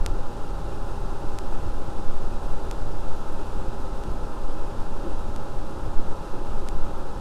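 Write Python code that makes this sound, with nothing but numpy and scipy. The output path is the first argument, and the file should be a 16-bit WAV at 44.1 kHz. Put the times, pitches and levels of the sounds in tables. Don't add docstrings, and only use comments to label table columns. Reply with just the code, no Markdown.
import sys
import numpy as np
from scipy import signal
from scipy.fft import rfft, irfft, next_fast_len
from scipy.io import wavfile
from scipy.ndimage import uniform_filter1d

SR = 44100
rng = np.random.default_rng(int(sys.argv[2]) if len(sys.argv) > 2 else 0)


def waveform_to_disk(signal):
    frames = np.transpose(np.atleast_2d(signal))
    scaled = np.clip(frames, -1, 1) * 32767
    samples = np.round(scaled).astype(np.int16)
    wavfile.write(sys.argv[1], SR, samples)


N = 317726


def from_db(db):
    return 10 ** (np.asarray(db) / 20)


def in_time(rows):
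    return np.interp(np.arange(N) / SR, *np.transpose(rows))


def at_hz(points, hz):
    knots, db = np.transpose(points)
    return np.interp(np.log(hz + 1e-9), np.log(knots), db)


def drift(rate_hz):
    step = 40
    pole = np.exp(-2 * np.pi * rate_hz * step / SR)
    noise = rng.standard_normal(N // step + 2002)
    slow = signal.lfilter([1], [1, -2 * pole, pole * pole], noise)[2000:]
    return np.interp(np.arange(N) / step, np.arange(len(slow)), slow / slow.std())


def turbulence(spectrum, resonances=()):
    size = next_fast_len(N)
    hz = np.fft.rfftfreq(size, 1 / SR)
    db = at_hz(spectrum, hz)
    for centre_hz, width_hz, lift_db in resonances:
        db = db + lift_db / (1 + (2 * (hz - centre_hz) / width_hz) ** 2)
    white = rfft(rng.standard_normal(size))
    return irfft(white * from_db(db), size)[:N] * np.sqrt(SR / 2)


def evened(x, span_s):
    span = int(span_s * SR)
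    power = uniform_filter1d(uniform_filter1d(x ** 2, span), span // 2 + 1)
    return x / np.sqrt(power)


def impulses(rows):
    out = np.zeros(N)
    for time_s, db in rows:
        out[round(time_s * SR)] = from_db(db)
    return out


def cabinet(x, echo_db=-24.0, treble_from_hz=2800, count=10):
    treble = signal.sosfilt(signal.butter(2, treble_from_hz, "high", fs=SR, output="sos"), x)
    lags = (rng.uniform(0.003, 0.016, count) * SR).astype(int)
    echoes = sum(np.pad(treble, (lag, 0))[:N] for lag in lags)
    return x + from_db(echo_db) * echoes


# (frequency [Hz], level [dB per Hz])
AIR_SPECTRUM = [(140, -66), (250, -68), (400, -70), (700, -75.5), (1000, -77.0), (1400, -76), (1900, -91),
                (2300, -92.0), (3300, -91), (5000, -94), (9500, -98.5), (11000, -103.6), (13000, -106.2),
                (15500, -119.1)]
# (frequency [Hz], width [Hz], lift [dB])
CASING_RESONANCES = [(312, 24, 4.5), (421, 136, 5.2), (451.4, 26.7, -7.0), (530, 95, 4.5), (562, 7.1, -4),
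                     (597, 21, -4.5), (868, 51, 4.2), (976, 14, -6), (1010, 178, 7.5), (1103, 66, -4),
                     (1297, 95, 5), (1764, 34, 4), (2210, 81, -2.9), (2544, 24, 6.5), (2740, 117, 5),
                     (3170, 20, -0.5), (3530, 170, 1.8), (3870, 97, 5), (4500, 50, 1), (4700, 82, 2.0),
                     (5060, 260, 1.9), (5519, 46, 1.5), (8200, 35, 3), (9855, 200, -0.3)]
# (time [s], level [dB])
HISS_GAIN = [(0, -0.4), (0.9, 0.2), (3.2, 0.5), (3.9, -0.1), (5.8, -0.24), (7.2, -0.5)]


def airflow(level_db=-0.38, flutter_db=0.45, flutter_hz=24.0, hiss_from_hz=2500):
    rush = cabinet(turbulence(AIR_SPECTRUM, CASING_RESONANCES))
    hiss = signal.sosfiltfilt(signal.butter(2, hiss_from_hz, "high", fs=SR, output="sos"), rush)
    hiss_change = (from_db(in_time(HISS_GAIN)) - 1) * hiss
    return (rush + hiss_change) * from_db(level_db + flutter_db * drift(flutter_hz))


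# (multiple of the turning rate, rms level [dB])
HUM_PARTIALS = [(7,-59), (8,-53), (11,-57.5), (12,-58), (13,-55.5), (14,-53.5), (17,-63.5), (18,-63),
                (19,-58.5), (20,-52.5), (21,-52.6), (22,-58), (23,-63.5), (24,-64.5), (25,-60), (26,-66),
                (27,-65.5), (28,-57.7), (29,-53.3), (30,-49), (32,-59), (33,-58), (36,-68), (37,-59.5),
                (40,-67), (45,-69), (50,-68.5), (53,-73), (59,-76), (62,-72)]
# (multiple of the turning rate, whole change [dB])
HUM_BALANCE_SHIFT = [(20, 1.5), (21, -1), (28, -3), (29, -2), (30, -0.5)]
# (time [s], turning rate [turns per s])
WHEEL_SPEED = [(0, 27.59), (2.2, 27.58), (2.9, 27.62), (3.8, 27.655), (5.9, 27.615), (7.2, 27.64)]


def fan_hum(waver_db=0.46, wander_rad=0.13, jitter=0.0003):
    shift_at_s, shift_scale_s = 2.8, 0.6
    turns = np.cumsum(in_time(WHEEL_SPEED) * (1 + jitter * drift(3.7))) / SR
    shifted = 0.5 * np.tanh((np.arange(N) / SR - shift_at_s) / shift_scale_s)
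    changes = dict(HUM_BALANCE_SHIFT)
    out = np.zeros(N)
    for multiple, db in HUM_PARTIALS:
        phase = 2 * np.pi * (multiple * turns + rng.random()) + wander_rad * drift(2.3)
        level_db = db + changes.get(multiple, 0) * shifted + waver_db * drift(2.5)
        out += from_db(level_db) * np.sin(phase)
    return np.sqrt(2) * out


# (frequency [Hz], relative level [dB])
WHISTLE_COLOUR = [(600, -46), (830, -7), (865, -6), (912, 4.5), (950, -14), (1300, -57)]
# (time [s], level [dB per Hz])
WHISTLE_STRENGTH = [(0, -78), (2.3, -78), (3.2, -70), (3.8, -73), (4.5, -73), (4.95, -69.5), (5.5, -74.5),
                    (6.3, -68.5), (6.8, -71), (7.2, -75)]


def duct_whistle(waver_db=1.0):
    level_db = in_time(WHISTLE_STRENGTH) + waver_db * drift(2.3)
    return turbulence(WHISTLE_COLOUR) * from_db(level_db)


# (frequency [Hz], relative level [dB])
SMALL_EDDY_COLOUR = [(25, -25), (45, -5), (55, -1.5), (70, -2.5), (85, -5), (110, -5.5), (150, -14),
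                     (200, -20.5), (400, -46), (2000, -100)]
# (time [s], level [dB])
SMALL_EDDY_LEVEL = [(0.0, -43), (0.06, -34), (0.24, -49), (0.33, -42), (0.6, -45), (0.66, -37.5),
                    (0.87, -42.5), (1.05, -39), (1.26, -41.5), (1.38, -36.0), (1.53, -47), (1.65, -35.0),
                    (1.74, -43.5), (1.89, -37.0), (1.98, -47), (2.07, -36.5), (2.13, -53), (2.22, -38.5),
                    (2.76, -43), (2.94, -37.5), (3.0, -44.0), (3.18, -39.5), (3.24, -48), (3.54, -39.0),
                    (3.78, -43), (3.84, -38.5), (3.99, -47), (4.08, -35), (4.44, -53.5), (4.65, -39.0),
                    (5.04, -42.0), (5.28, -37.5), (5.4, -44), (5.55, -39.5), (5.7, -45), (5.88, -35),
                    (5.97, -44.5), (6.12, -38), (6.18, -49), (6.54, -39.5), (6.69, -52), (6.75, -38.5),
                    (7.02, -44), (7.2, -39.5)]
# (frequency [Hz], relative level [dB])
LARGE_EDDY_COLOUR = [(10, -32), (17, -5), (22, 0), (30, -2.5), (36, -5.5), (46, -9.5), (54, -18), (75, -29),
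                     (200, -63), (2000, -140)]
# (time [s], level [dB])
LARGE_EDDY_LEVEL = [(0.0, -23), (0.12, -23.5), (0.33, -43), (0.48, -29.5), (0.78, -34.5), (1.02, -26.5),
                    (1.23, -41), (1.35, -30.5), (1.74, -31.0), (2.07, -37), (2.55, -29), (2.88, -31),
                    (3.03, -29), (3.12, -45), (3.57, -30), (3.81, -33.5), (4.14, -27), (4.47, -31.5),
                    (4.65, -30.5), (4.77, -38.5), (5.13, -29), (5.46, -37), (5.61, -29), (5.76, -47),
                    (5.85, -30), (5.94, -26), (6.0, -40), (6.78, -30), (7.08, -37.0), (7.2, -30)]
# (frequency [Hz], relative level [dB])
SWAY_COLOUR = [(1, -38.5), (4, -27), (8, -30), (11, -32), (15, -39.5), (19, -45.5), (24, -69), (40, -88),
               (200, -140)]
# (time [s], level [dB])
SWAY_STRENGTH = [(0.0, -18), (0.66, -26), (1.68, -17.0), (2.46, -14), (2.64, -23.5), (2.91, -15),
                 (3.75, -21.5), (4.2, -27), (4.44, -17.5), (5.73, -22.0), (6.0, -14), (6.27, -23),
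                 (6.66, -14.5), (7.2, -23.0)]


def draught(small_trim_db=1.0, large_trim_db=0.3):
    small = evened(turbulence(SMALL_EDDY_COLOUR), 0.13) * from_db(small_trim_db + in_time(SMALL_EDDY_LEVEL))
    large = evened(turbulence(LARGE_EDDY_COLOUR), 0.2) * from_db(large_trim_db + in_time(LARGE_EDDY_LEVEL))
    sway = evened(turbulence(SWAY_COLOUR), 0.42) * from_db(in_time(SWAY_STRENGTH))
    return small + large + sway


TICK_STRENGTH = [-0.8, -8, -8.5, -19.5, -15, -9]


def ticks(level_db=-1.14, top_hz=7500, tail=0.11, tail_s=0.00023):
    first_s, every_s = 0.0626, 1.32493
    jumps = impulses([(first_s + k * every_s, db) for k, db in enumerate(TICK_STRENGTH)])
    tails = signal.lfilter([tail], [1, -np.exp(-1 / (tail_s * SR))], jumps)
    rounding = signal.bessel(4, top_hz, norm="mag", fs=SR, output="sos")
    return from_db(level_db) * signal.sosfilt(rounding, jumps + tails)


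# (time [s], level [dB])
CLICK_TIMES = [(0.27, -55), (1.001, -53), (1.575, -53), (2.435, -53), (2.651, -53), (3.162, -52),
               (3.205, -57), (3.3235, -47), (3.998, -54), (4.801, -53), (5.19, -52), (6.81, -51),
               (6.98, -49)]


def faint_clicks(level_db=-3.0, t60_s=0.035, low_hz=7500, high_hz=14500):
    strays_per_s, stray_db = 4.0, -66
    strays = from_db(stray_db) * (rng.random(N) < strays_per_s / SR)
    keep_per_sample = from_db(-60 / (t60_s * SR))
    decay = signal.lfilter([1], [1, -keep_per_sample], impulses(CLICK_TIMES) + strays)
    bright = signal.butter(2, [low_hz, high_hz], "band", fs=SR, output="sos")
    return from_db(level_db) * signal.sosfilt(bright, decay * rng.standard_normal(N))


def bell(crest_s, length_s):
    return np.exp(-(2 * (np.arange(N) / SR - crest_s) / length_s) ** 2)


# (crest time [s], level [dB per Hz], length [s])
THICKER_MOMENTS = [(1.25, -62, 0.072), (1.975, -62, 0.07), (5.064, -61, 0.11), (5.992, -60, 0.033),
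                   (6.382, -62.5, 0.12)]
# (frequency [Hz], relative level [dB])
LOW_NOISE_COLOUR = [(120, -30), (260, -3.5), (340, 4), (450, -12), (700, -20), (2000, -60)]


def thicker_low_noise():
    strength = sum(from_db(db) * bell(crest_s, length_s) for crest_s, db, length_s in THICKER_MOMENTS)
    return turbulence(LOW_NOISE_COLOUR) * strength


def scene():
    blower = airflow() + fan_hum() + duct_whistle()
    details = draught() + ticks() + faint_clicks() + thicker_low_noise()
    return (blower + details)[None, :]


def record(dry):
    return signal.sosfilt(signal.ellip(10, 0.1, 80, 15700, fs=SR, output="sos"), dry)


dry = scene()
out = record(dry)
waveform_to_disk(out)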